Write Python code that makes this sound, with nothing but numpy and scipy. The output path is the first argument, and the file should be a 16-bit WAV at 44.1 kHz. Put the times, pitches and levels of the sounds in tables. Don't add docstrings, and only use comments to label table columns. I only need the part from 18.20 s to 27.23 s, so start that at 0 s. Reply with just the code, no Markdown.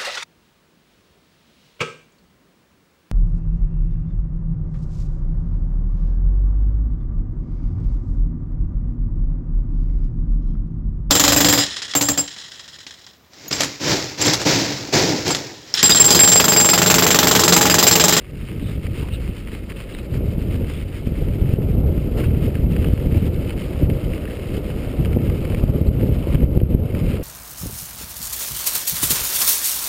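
import sys
import numpy as np
from scipy import signal
from scipy.fft import rfft, irfft
from scipy.io import wavfile
from scipy.ndimage import uniform_filter1d

SR = 44100
rng = np.random.default_rng(int(sys.argv[2]) if len(sys.argv) > 2 else 0)


def inscribe(sig):
    pcm = np.round(np.clip(np.atleast_2d(sig).T, -1, 1) * 32767)
    wavfile.write(sys.argv[1], SR, pcm.astype(np.int16))


N = 398223

# (time [s], level [dB])
CRUNCH_BASE = [(0.0, -51.5), (0.3, -47), (1.2, -46.5), (1.45, -49), (2.85, -48.5), (3.05, -46.5),
               (3.6, -51), (3.95, -46.5), (4.5, -46.5), (5.3, -45), (6.72, -44), (6.87, -47), (7.35, -43.5),
               (7.52, -47), (8.15, -44.5), (8.33, -48.5), (8.7, -49.5), (9.0, -47.5)]
# (start [s], length [s], level [dB])
HARD_PATCHES = [(0.451, 0.064, -44), (0.733, 0.1, -43), (0.91, 0.05, -50), (1.305, 0.036, -42.5),
                (1.486, 0.041, -42.5), (1.558, 0.081, -43), (1.68, 0.046, -43), (1.773, 0.02, -44),
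                (1.928, 0.044, -45.5), (2.049, 0.079, -45.5), (2.296, 0.064, -43.5), (2.437, 0.19, -45),
                (2.707, 0.08, -46), (2.933, 0.035, -49), (3.254, 0.11, -47.5), (3.75, 0.034, -51),
                (3.966, 0.097, -43), (4.206, 0.06, -44), (4.505, 0.16, -45), (4.707, 0.055, -45.5),
                (4.925, 0.16, -44.5), (5.387, 0.068, -43.5), (8.013, 0.034, -53), (8.732, 0.28, -44.5)]
# (middle [s], length [s], deepest drop [dB])
CRUNCH_LULLS = [(1.44, 0.15, 2), (2.186, 0.14, 2), (4.47, 0.1, 5), (5.102, 0.08, 3.5), (5.68, 0.056, 8),
                (7.77, 0.081, 2.5)]


def bite(uneven_db=1.72, uneven_hz=16):
    load_db = uneven_db * flutter(uneven_hz)
    for middle, length, drop_db in CRUNCH_LULLS:
        dip = np.hanning(round(length * SR))
        add(load_db, middle - length / 2, -drop_db * dip)
    loudness = swelling(CRUNCH_BASE, HARD_PATCHES, rise_s=0.013, fall_s=0.018)
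    return loudness * gain_of(load_db)


# (frequency [Hz], relative level per hertz [dB])
CRUNCH_COLOUR = [(470, -31.5), (800, -6.5), (1040, -9), (1220, -4), (1540, -5), (1980, -4), (2180, -1.5),
                 (2390, -3), (2630, -1), (3080, -4), (3480, -9.5), (3910, -10), (4240, -12.5), (4920, -11),
                 (5700, -19.5), (7410, -72), (12500, -120)]
# (frequency [Hz], width [Hz], boost [dB])
CASE_RESONANCES = [(1250, 150, 2.5), (2180, 170, 2.5), (2620, 190, 1.5), (3020, 220, 2.0)]
# (frequency [Hz], relative level per hertz [dB])
CHIP_COLOUR = [(300, -39), (800, -10.5), (1300, -12), (2200, -7.5), (3100, -10), (3600, -29), (4900, -20),
               (5800, -38.5)]


def spikes(count=16, tick_width_hz=170, click_share=0.27, patchy_db=-1.0, snow_share=0.45,
           clumps_db=0.5, clump_hz=70, chip_share=0.32):
    ticks = np.zeros(N)
    for pitch_hz in np.linspace(1000, 5300, count):
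        patches = gain_of(patchy_db * flutter(10))
        clicks = impacts(per_s=110, spread_db=1.0) * patches
        ticks += resonate(clicks, pitch_hz, tick_width_hz)
        ticks += click_share * clicks
    snow = snow_share * rng.standard_normal(N)
    clumps = gain_of(clumps_db * flutter(clump_hz))
    grains = (evened(ticks) + snow) * clumps
    crunch = steadied(ring(grains, response(CRUNCH_COLOUR, CASE_RESONANCES)), size=2500)
    cracks = impacts(per_s=77, spread_db=5.0)
    chips = evened(ring(cracks, response(CHIP_COLOUR, CASE_RESONANCES)))
    return bite() * (crunch + chip_share * chips)


# (time [s], peak level before trim_db [dB])
BIG_CHIPS = [(0.654, -32.5), (0.668, -21.5), (0.8862, -26), (1.274, -24.5), (1.285, -26.5), (1.502, -24),
             (1.5201, -22.5), (1.6033, -22.5), (1.749, -23), (1.788, -24), (1.941, -26), (2.344, -27.5),
             (2.444, -30.5), (4.04, -23), (4.045, -23.5), (4.148, -26), (4.354, -21.5), (4.5646, -19),
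             (4.6447, -20), (4.777, -22), (4.945, -26), (4.973, -28), (5.2966, -27), (5.306, -23),
             (5.42, -27), (5.7, -22), (5.9358, -23), (6.0542, -21), (6.5016, -23), (6.8494, -20),
             (6.857, -21), (7.099, -23.5), (7.2523, -21), (7.3217, -24), (7.346, -21), (8.147, -19),
             (8.1547, -23), (8.402, -22), (8.7496, -22.5)]


def snaps(trim_db=-2.0, crumbs=0.12, crumble_s=0.0035, size=1024):
    t = np.arange(size) / SR
    body = response(CHIP_COLOUR, CASE_RESONANCES)
    out = np.zeros(N)
    for s, peak_db in BIG_CHIPS:
        click = t == 0
        crumbling = crumbs * rng.standard_normal(size) * np.exp(-t / crumble_s)
        snap = signal.fftconvolve(click + crumbling, body)
        add(out, s, gain_of(peak_db + trim_db) * snap / abs(snap).max())
    return out


# (middle [s], length [s], pitch [Hz], level before the fades [dB])
SCRAPING_NOISES = [(0.47, 0.16, 3640, -49), (0.848, 0.13, 860, -46.5), (0.945, 0.048, 3820, -42.5),
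                   (0.937, 0.095, 2750, -41), (1.114, 0.023, 2680, -43), (1.35, 0.06, 3930, -53),
                   (1.746, 0.044, 3820, -47), (1.795, 0.046, 3800, -53), (2.56, 0.18, 3450, -51.5),
                   (4.041, 0.023, 1430, -37), (6.078, 0.018, 1790, -37.5), (7.674, 0.03, 4170, -51),
                   (8.113, 0.28, 930, -45.5), (8.86, 0.3, 1000, -49)]


def scrapes(width_hz=520, slips_per_s=2500):
    slipping = rng.random(N) < slips_per_s / SR
    chatter = rng.standard_normal(N) * slipping
    out = np.zeros(N)
    for middle, length, pitch_hz, level_db in SCRAPING_NOISES:
        slips = chatter[round(middle * SR):][:round(length * SR)]
        tone = resonate(slips, pitch_hz, width_hz)
        tone = resonate(tone, pitch_hz, width_hz)
        add(out, middle - length / 2, gain_of(level_db) * evened(tone) * np.hanning(len(tone)))
    return out


# (time [s], level [dB])
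ROAR = [(0.1, -47), (1.0, -43), (1.25, -43), (1.8, -38), (1.97, -34.5), (2.6, -40), (3.6, -32), (3.85, -33),
        (4.55, -32.5), (5.2, -33), (5.85, -30.5), (6.2, -32.5), (6.95, -30), (7.6, -31), (9.0, -32)]
# (start [s], length [s], level [dB])
JUDDERS = [(3.94, 0.071, -25.5)]
# (time [s], peak level before knock_trim_db [dB])
RIDGES = [(2.008, -18), (2.28, -30), (3.387, -14), (3.571, -19), (4.278, -17), (6.378, -25), (6.963, -10.5),
          (7.0, -18), (8.071, -13), (8.415, -7.5)]
# (frequency [Hz], relative level per hertz [dB])
TYRE_COLOUR = [(60, -23), (150, -3.5), (250, 3.5), (380, 1.5), (500, 1.5), (600, -4), (720, -12.5),
               (900, -20.5), (1400, -21.5), (2500, -80)]


def tyres(bumps_db=1.0, bump_hz=33, knock_trim_db=1.0, contact_s=0.0016):
    body = response(TYRE_COLOUR)
    bumps = gain_of(bumps_db * flutter(bump_hz))
    blows = impacts(per_s=2000, spread_db=2.0) * bumps
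    loudness = swelling(ROAR, JUDDERS, rise_s=0.021, fall_s=0.031)
    out = loudness * steadied(ring(blows, body), size=4000)
    knock = np.convolve(np.hanning(round(contact_s * SR)), body)
    knock /= abs(knock).max()
    for s, peak_db in RIDGES:
        add(out, s - contact_s / 2, gain_of(peak_db + knock_trim_db) * knock)
    return out


# (time [s], approximate peak level [dB], half swing of the push [s])
AIR_BLOWS = [(2.182, -8.5, 0.0012), (2.873, -6, 0.0012), (3.225, -2.5, 0.0018), (3.338, -2, 0.0014),
             (3.778, -6, 0.0018), (3.876, -7, 0.0015), (4.686, -6.5, 0.001), (4.736, -1.5, 0.0015),
             (4.948, -9, 0.0011), (5.644, -2.5, 0.002), (6.792, -8, 0.00093), (6.971, -3, 0.00092),
             (7.439, -0.5, 0.0013), (7.688, 1, 0.0019), (8.154, -6, 0.0027), (8.243, 2.5, 0.0017),
             (8.375, 0.5, 0.0012), (8.435, 1, 0.0017), (8.549, 2, 0.0014)]


def buffets(suction=0.52):
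    t = np.arange(-SR // 50, SR // 50) / SR
    out = np.zeros(N)
    for s, peak_db, half_swing in AIR_BLOWS:
        push = (1 + np.tanh(2 * t / half_swing)) / 2
        share = suction + (1 - suction) * push
        u = t * share / half_swing
        pulse = share * u * np.exp((1 - u ** 2) / 2)
        add(out, s + t[0], gain_of(peak_db) * pulse)
    return out


# (time [s], level before trim and surges [dB])
STEADY_WIND = [(0.03, -38.5), (0.17, -29), (1.45, -30.5), (1.65, -35), (2.3, -20.5), (2.8, -28), (3.2, -20),
               (5.2, -20.5), (5.45, -25), (6.15, -28.5), (6.65, -24), (7.3, -20.5), (9.0, -25)]
# (start [s], length [s], level before trim and surges [dB])
WIND_GUSTS = [(0.31, 0.78, -24.5), (1.902, 0.19, -19.5), (2.163, 0.23, -24.5), (2.82, 0.68, -23),
              (3.51, 0.19, -15.5), (3.94, 0.33, -18.5), (4.355, 0.31, -17), (4.823, 0.25, -15.5),
                       (5.548, 0.19, -16), (5.79, 0.16, -21.5), (6.27, 0.11, -22), (6.758, 0.38, -19),
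              (7.372, 0.6, -17), (8.08, 0.55, -15), (8.71, 0.23, -19.5)]
# (frequency [Hz], relative level per hertz [dB])
EDDY_COLOUR = [(8.8, -63), (15, -11), (48, 1.5), (80, 3), (111, 1.5), (446, -17), (607, -24.5), (720, -35),
               (900, -38), (1170, -60), (1980, -120)]


def wind(trim_db=-0.5, lumps_db=2.5, eddy_hz=45, surge_db=1.34, surge_hz=14,
         sway_db=-28, sway_hz=62, sway_follow=0.25):
    body = response(EDDY_COLOUR)
    gust = swelling(STEADY_WIND, WIND_GUSTS, rise_s=0.049, fall_s=0.055)
    gust = gust * gain_of(surge_db * flutter(surge_hz))
    eddies = rng.standard_normal(N) * gain_of(lumps_db * flutter(eddy_hz))
    rumble = gain_of(trim_db) * gust * steadied(ring(eddies, body), size=3000)
    sway = evened(band(ring(rng.standard_normal(N), body), 0, sway_hz))
    return rumble + gain_of(sway_db) * gust ** sway_follow * sway


def gain_of(db):
    return 10 ** (np.asarray(db) / 20)


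def evened(x):
    return x / np.sqrt(np.mean(x ** 2) + 1e-20)


def steadied(x, size):
    power = uniform_filter1d(uniform_filter1d(x ** 2, size), size)
    return x / np.sqrt(power + 1e-20)


def level(curve):
    return gain_of(np.interp(np.arange(N) / SR, *np.transpose(curve)))


def swelling(curve, events, rise_s, fall_s):
    t = np.arange(N) / SR
    power = level(curve) ** 2
    for start, length, level_db in events:
        rise = np.clip((t - start) / rise_s, 0, 1)
        fall = np.clip(1 - (t - start - length) / fall_s, 0, 1)
        power += (gain_of(level_db) * rise * fall) ** 2
    return np.sqrt(power)


def add(mix, s, sound):
    part = mix[max(round(s * SR), 0):][:len(sound)]
    part += sound[:len(part)]


def band(x, low_hz, high_hz):
    hz = np.fft.rfftfreq(N, 1 / SR)
    return irfft(rfft(x) * ((hz >= low_hz) & (hz <= high_hz)), N)


def flutter(rate_hz):
    hz = np.fft.rfftfreq(N, 1 / SR)
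    high_pass = hz / (hz + rate_hz / 10)
    low_pass = 1 / (1 + (hz / rate_hz) ** 4)
    return evened(irfft(rfft(rng.standard_normal(N)) * high_pass * low_pass, N))


def impacts(per_s, spread_db):
    strength = gain_of(spread_db * np.minimum(rng.exponential(1, N), 4))
    sign = rng.choice([-1, 1], N)
    struck = rng.random(N) < per_s / SR
    return strength * sign * struck


def resonate(x, hz, width_hz):
    r = np.exp(-np.pi * width_hz / SR)
    pole = r * np.exp(2j * np.pi * hz / SR)
    return 2 * signal.lfilter([1 - r], [1, -pole], x).real


def response(colour, resonances=(), size=8192):
    hz = np.fft.rfftfreq(size, 1 / SR)
    points, values = np.transpose(colour)
    db = np.interp(np.log(hz + 1), np.log(points), values)
    db -= 40 * np.log10(np.maximum(hz / points[-1], 1))
    for centre, width, boost in resonances:
        db += boost / (1 + (2 * (hz - centre) / width) ** 2)
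    log_gain = np.log(gain_of(np.r_[db, db[-2:0:-1]]))
    spectrum = np.exp(np.conj(signal.hilbert(log_gain)))
    return np.fft.ifft(spectrum).real[:size // 2]


def ring(x, body):
    return signal.oaconvolve(x, body)[:N]


def scene():
    ice = spikes() + snaps() + scrapes()
    return (ice + tyres() + buffets() + wind())[None]


def limited(x, ceiling_db=-7.0, recovery_db_per_s=80, attack_s=0.0021):
    over_db = np.maximum(20 * np.log10(abs(x) + 1e-9) - ceiling_db, 0)
    recovery_db = np.arange(N) / SR * recovery_db_per_s
    held_db = np.maximum.accumulate(over_db + recovery_db) - recovery_db
    keep = np.exp(-1 / (attack_s * SR))
    reduction_db = signal.lfilter([1 - keep], [1, -keep], held_db)
    return x * gain_of(-reduction_db)


def record(dry, hold_hz=12000, edge_hz=15350):
    x = band(limited(dry[0]), 0, hold_hz / 2)
    sampled = x * (1 + 2 * np.cos(2 * np.pi * hold_hz * np.arange(N) / SR))
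    hold = np.sinc(np.fft.rfftfreq(N, 1 / SR) / hold_hz)
    held = irfft(rfft(sampled) * hold, N)
    return band(held, 0, edge_hz)[None]


dry = scene()
out = record(dry)
inscribe(out)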